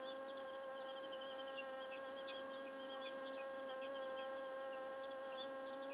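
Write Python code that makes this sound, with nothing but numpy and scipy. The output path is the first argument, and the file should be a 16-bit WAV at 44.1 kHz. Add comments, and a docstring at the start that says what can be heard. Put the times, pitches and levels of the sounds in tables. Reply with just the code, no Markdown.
"""A honeybee hovers in the mouth of a big yellow flower, close to a small camera's narrow-band microphone.
Both strokes of every wingbeat push the air, so the octave of the beat leads; their slight mismatch
gives the odd partials. Further off, small birds peep, chirp and chip among the leaves, over the soft
rustle of the garden. A faint hiss and a thin high whine lie beneath everything."""
import sys
import numpy as np
from scipy import signal
from scipy.fft import rfft, irfft
from scipy.io import wavfile
from scipy.ndimage import uniform_filter1d

SR = 44100
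rng = np.random.default_rng(int(sys.argv[2]) if len(sys.argv) > 2 else 0)


def unload_audio(sound):
    """Save the sound as a 16-bit wav file, at the path given as the first command line argument."""
    columns = np.transpose(np.atleast_2d(sound))
    # keep every value between -1 and 1, then stretch to whole-number steps
    steps = np.round(np.clip(columns, -1, 1) * 32767)
    wavfile.write(sys.argv[1], SR, steps.astype(np.int16))


N = 261513
T = np.arange(N) / SR


def undb(db):
    """Decibels to gain."""
    return 10 ** (np.asarray(db) / 20)


def unit(x):
    """Scale to rms 1."""
    return x / np.sqrt(np.mean(x ** 2))


def curves(table):
    """The columns of a timed table, one value a sample."""
    times, *columns = np.transpose(table)
    return [np.interp(T, times, column) for column in columns]


def walk(rate_hz):
    """A smooth random drift of rms 1, no faster than about rate_hz."""
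    f = np.arange(N // 2 + 1) * SR / N
    return unit(irfft(rfft(rng.standard_normal(N)) * np.exp(-.5 * (f / rate_hz) ** 2), N))


def noise(spectrum):
    """Noise of rms 1, coloured by (frequency [Hz], level [dB]) points."""
    hz, db = np.transpose(spectrum)
    f = np.arange(1, N // 2 + 2) * SR / N
    colour = undb(np.interp(np.log(f), np.log(hz), db))
    return unit(irfft(rfft(rng.standard_normal(N)) * colour, N))


# The garden's rustle, behind everything: (frequency [Hz], relative level [dB])
RUSTLE_SPECTRUM = [(25, -27), (65, -14.5), (150, -14), (230, -1), (300, 2), (420, -1.5), (600, -1),
                   (800, -3), (1050, -2), (1300, -8), (1600, -4.5), (2200, -19.5), (3300, -11.5),
                   (3900, -20.5)]
def garden(level_db=-59.5, swell_db=0.22, flicker_db=-0.48):
    """An even bed of rustle that swells and flickers a little."""
    return noise(RUSTLE_SPECTRUM) * undb(level_db + swell_db * walk(1.0) + flicker_db * walk(4.8))


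def whistles(notes, fall, arch, rough, rasp_hz, waver):
    """Bird notes that fall and arch by shares of their middle pitch; rough ones flutter into a rasp."""
    out = np.zeros(N)
    grit = (walk(rasp_hz) + 1j * walk(rasp_hz)) / np.sqrt(2)
    drift = walk(100)
    for start, length, middle_hz, db in notes:
        span = (T >= start) & (T < start + length)
        progress = (T[span] - start) / length
        hz = middle_hz * (1 - fall * (progress - .5) - arch * (2 * progress - 1) ** 2)
        hz *= 1 + waver * np.sqrt(rough) * drift[span]
        tone = np.exp(2j * np.pi * np.cumsum(hz) / SR)
        rasp = np.sqrt(1 - rough ** 2) + rough * grit[span]
        envelope = np.abs(np.sin(np.pi * progress)) ** 0.71
        out[span] += undb(db) * envelope * (tone * rasp).real
    return out


# Calls from far away: (time [s], length [s], pitch [Hz], relative level [dB])
FAR_NOTES = [(2.38, .2, 1095, -60.5), (2.5, 0.19, 1207, -68), (2.93, 0.146, 1087, -56),
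             (3.02, 0.2, 985, -71)]
def far_calls(gain_db=-2):
    """Low falling notes, faint at the microphone."""
    return undb(gain_db) * whistles(FAR_NOTES, fall=.152, arch=.0092, rough=.6, rasp_hz=50, waver=.0064)


def twitter(count=70, level_db=-65, spread_db=7.5, pitch_hz=3150, spread_hz=220):
    """Faint random chips from deeper in the garden; the shorter ones tend to be higher."""
    onset, brevity, pitch, strength = rng.random((count, 4)).T
    length_s = .06 - .04 * brevity
    middle_hz = pitch_hz + spread_hz * (2 * pitch - 1 + brevity)
    db = level_db + spread_db * (2 * strength - 1)
    notes = zip(onset * N / SR, length_s, middle_hz, db)
    return whistles(notes, fall=.07, arch=.035, rough=.5, rasp_hz=235, waver=.011)


# Chips some way off in the leaves: (time [s], length [s], relative level [dB])
CHIP_NOTES = [(0.156, 0.017, -56), (0.277, 0.048, -54.5), (0.367, 0.017, -49.5), (0.798, 0.039, -60.5),
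              (2.271, .046, -47.5), (2.528, 0.033, -55.5), (3.255, .048, -53.5), (3.327, 0.036, -57.5),
              (5.031, 0.026, -54), (5.652, 0.061, -59.5), (5.724, 0.024, -55.5)]
def chips(pitch_hz=3470, gain_db=-3):
    """Short scratchy notes, all falling through the same pitch."""
    notes = [(start, length, pitch_hz, db) for start, length, db in CHIP_NOTES]
    return undb(gain_db) * whistles(notes, fall=.11, arch=.01, rough=.52, rasp_hz=333, waver=.04)


# Chirps some way off: (time [s], length [s], pitch [Hz], relative level [dB])
CHIRP_NOTES = [(1.912, .057, 2575, -48.5), (2.283, 0.033, 2500, -50), (2.652, 0.043, 2460, -55),
               (3.045, .04, 2454, -49.5), (3.37, 0.045, 2500, -53.5), (3.812, .047, 2562, -50.5),
               (4.18, 0.038, 2570, -53.5), (4.72, 0.036, 2710, -55.5), (5.315, 0.029, 2690, -54.5),
               (5.895, .059, 2485, -52.5)]
def chirps(gain_db=-1.5):
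    """Lower notes that drop and level out."""
    return undb(gain_db) * whistles(CHIRP_NOTES, fall=.07, arch=-.045, rough=.46, rasp_hz=260, waver=.015)


# One bird's phrase, some way off: (time [s], pitch [Hz], relative level [dB])
RUN_NOTES = [(0.883, 3245, -48.5), (0.956, 3140, -52), (1.026, 3100, -51.5), (1.122, 3043, -46.5),
             (1.207, 3000, -47), (1.293, 3028, -54), (1.38, 3093, -48), (1.469, 3000, -49.5),
             (1.572, 2794, -42.5)]
def song_run(note_s=0.037, gain_db=-3.5):
    """A quick run of slurred notes that sinks and slows."""
    notes = [(start, note_s, hz, db) for start, hz, db in RUN_NOTES]
    return undb(gain_db) * whistles(notes, fall=.075, arch=-.016, rough=.27, rasp_hz=250, waver=.027)


# Peeps some way off: (time [s], length [s], pitch [Hz], relative level [dB])
PEEP_NOTES = [(.04, 0.094, 3523, -49.5), (1.23, .12, 3257, -52.5), (1.8, 0.056, 3280, -51),
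              (2.16, 0.06, 3300, -50), (2.32, 0.083, 3328, -48), (2.555, 0.059, 3330, -55.5),
              (2.78, 0.086, 3190, -54.5), (2.89, 0.066, 3280, -48), (3.005, 0.1, 3473, -47.5),
              (3.685, .043, 3266, -50), (4.005, .056, 3340, -56.5), (4.16, .1, 3257, -50.5),
              (4.435, 0.043, 3260, -59.5), (5.37, 0.077, 3523, -45)]
def peeps(gain_db=-3.5):
    """Nearly pure notes that arch up and down."""
    return undb(gain_db) * whistles(PEEP_NOTES, fall=.018, arch=.085, rough=.18, rasp_hz=286, waver=.016)


def through_leaves(x, scatter_db=-5, scatter_t60_s=0.043, echo_db=-12, echo_t60_s=0.19):
    """Leaves scatter a distant sound on its way to the microphone; the garden adds a thin tail."""
    t = T[:SR // 2]
    out = x
    for db, t60_s in [(scatter_db, scatter_t60_s), (echo_db, echo_t60_s)]:
        tail = rng.standard_normal(len(t)) * np.exp(-np.log(1000) * t / t60_s)
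        out = out + undb(db) * signal.fftconvolve(x, tail / np.linalg.norm(tail))[:N]
    return out


def partials(table, phase, tilt_db, wave, pivot=4):
    """Sum of harmonics, tilted by tilt_db an octave about the pivot harmonic."""
    return sum(undb(db + tilt_db * np.log2(k / pivot)) * wave(k * phase) for k, db in table)


# The bee trims its pace as it hovers in the flower: (time [s], wingbeat [Hz])
WINGBEAT_RATE = [(0.0, 263.5), (0.34, 271), (0.51, 264.8), (0.6, 271), (0.7, 264.6), (0.78, 269.6),
                 (0.82, 265.2), (1.05, 270.3), (1.2, 264.7), (1.28, 271.1), (1.32, 264.3), (1.59, 271.1),
                 (1.68, 265.2), (1.91, 264.4), (2.03, 270.9), (2.08, 264.2), (2.16, 273.9), (2.2, 267.9),
                 (2.62, 269.1), (2.99, 267.2), (3.68, 268.7), (3.71, 260.5), (3.93, 274), (4.02, 264.4),
                 (4.36, 266.7), (4.38, 269.7), (4.5, 264.7), (4.64, 268.1), (4.84, 264.9), (5.1, 269.3),
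                 (5.18, 264.4), (5.27, 269), (5.39, 261), (5.44, 271.4), (5.63, 267), (5.93, 273.3)]
# Its strokes, close up, as it drifts in and out of the flower: (time [s], level [dB])
STROKE_LEVEL = [(0.0, -51), (0.51, -51.5), (2.64, -52), (2.72, -53.5), (3.19, -51), (4.16, -48.5),
                (4.58, -50), (4.72, -49), (4.81, -50.5), (5.88, -51)]
# How it faces the microphone: (time [s], relative mismatch [dB], relative sway [dB], tilt [dB/octave])
FACING = [(0, -15, -11.5, -3), (.6, -14, -25.5, -3.5), (1.1, -13, -21, -1.5), (1.8, -12, -16.5, 1),
          (2.05, -15, -19.5, 0), (2.85, -14.5, -8.5, 2), (2.98, -10.5, -13, -0.5), (3.1, -18, -13, 3.5),
          (3.35, -14, -10, 0), (3.45, -12.5, -30, 0.5), (3.62, -17.5, -13, -0.5), (3.95, -15, -20.5, -2),
          (4.1, -15, -21.5, -2), (5.3, -14, -19, -2), (5.5, -12.5, -14, -0.5), (5.93, -11, -14.5, -4.5)]
# Even partials from the edge of each stroke: (harmonic [x wingbeat], relative level [dB])
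EDGE_PARTIALS = [(4, 0.5), (6, -1.1), (8, -20), (10, -20), (12, -18.5), (14, -25.5)]
# Odd partials from unequal up and down strokes: (harmonic [x wingbeat], relative level [dB])
MISMATCH_PARTIALS = [(3, 2), (5, -3), (7, -5.5), (9, -18.5), (11, -12.5), (13, -16)]
# Air shed by the wings, heard close up: (frequency [Hz], relative level [dB])
SWISH_SPECTRUM = [(100, -32), (700, -3), (1600, 4), (2200, -10.5), (3100, -5.5), (3900, -26)]
def bee(hover_hz=267.5, jitter=0.0045, slip_rad=0.0061, flutter_db=1.1, edge_db=-10, swish_db=-21,
        mismatch_db_per_hz=-0.73, sway_db_per_hz=0.97):
    """Wings close to the microphone: two pressure pulses a beat, no two beats quite alike."""
    hz, level_db = curves(WINGBEAT_RATE) + curves(STROKE_LEVEL)
    mismatch_db, sway_db, tilt_db = curves(FACING)
    hz = uniform_filter1d(hz, size=SR // 40)  # the springy thorax smooths every change of pace
    # nearness moves every part together; a faster beat is more even and sways more air
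    edge_gain = undb(level_db + edge_db)
    mismatch_gain = undb(level_db + mismatch_db - 1 + mismatch_db_per_hz * (hz - hover_hz))
    sway_gain = undb(level_db + sway_db + 1 + sway_db_per_hz * (hz - hover_hz))
    phase = 2 * np.pi * np.cumsum(hz * (1 + jitter * walk(22))) / SR
    # the wings flip a little early or late, which roughens the high partials most
    flip = phase + slip_rad * walk(52)
    # each wingbeat sheds a short swish of air
    swish = edge_gain * undb(swish_db) * unit((1 + np.cos(phase)) ** 4 * noise(SWISH_SPECTRUM))
    stroke = undb(level_db + flutter_db * walk(73)) * np.cos(2 * phase)
    edge = edge_gain * undb(1.43 * walk(31)) * partials(EDGE_PARTIALS, flip, tilt_db, np.cos)
    # unequal spacing of the two strokes puts the odd partials a quarter turn off
    mismatch = mismatch_gain * (1 + 0.39 * walk(25)) * partials(MISMATCH_PARTIALS, flip, tilt_db, np.sin)
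    # the sway of air at the beat itself is the least steady part
    sway = -sway_gain * np.sin(phase + 0.58 * walk(24))
    return np.sqrt(2) * (stroke + edge + mismatch + sway + swish)


def scene():
    """One microphone at the flower: the bee close and dry, birds and garden behind it."""
    buzz = bee()
    birds = peeps() + song_run() + chirps() + chips() + far_calls() + twitter()
    return (buzz + through_leaves(birds) + garden())[None]


# A thin, steady, very high whine: (frequency [Hz], level [dB])
WHINE_TONES = [(6891, -106), (8269, -102), (9647, -106), (11025, -92), (12403, -104)]
# A faint hiss beneath everything: (frequency [Hz], relative level [dB])
HISS_SPECTRUM = [(100, 0.5), (5000, 0), (7000, -5), (10000, -4.5), (11000, 6), (12500, -4)]
def record(dry, converter_hz=8000, mirror_edge_hz=3850, hiss_db=-91.5, top_hz=13000):
    """A slow converter mirrors the top of its band upwards; a faint hiss and whine lie beneath."""
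    band = signal.sosfilt(signal.ellip(10, .1, 70, converter_hz / 2, fs=SR, output="sos"), dry)
    mirrored = band * (1 + 2 * np.cos(2 * np.pi * converter_hz * T))
    smooth = signal.lfilter(signal.firwin(57, mirror_edge_hz, fs=SR), 1, mirrored)
    whine = np.sqrt(2) * sum(undb(db) * np.sin(2 * np.pi * hz * T) for hz, db in WHINE_TONES)
    hiss = undb(hiss_db) * noise(HISS_SPECTRUM)
    top_cut = signal.ellip(8, .2, 70, top_hz, fs=SR, output="sos")
    return signal.sosfilt(top_cut, smooth + whine + hiss)


dry = scene()
out = record(dry)
unload_audio(out)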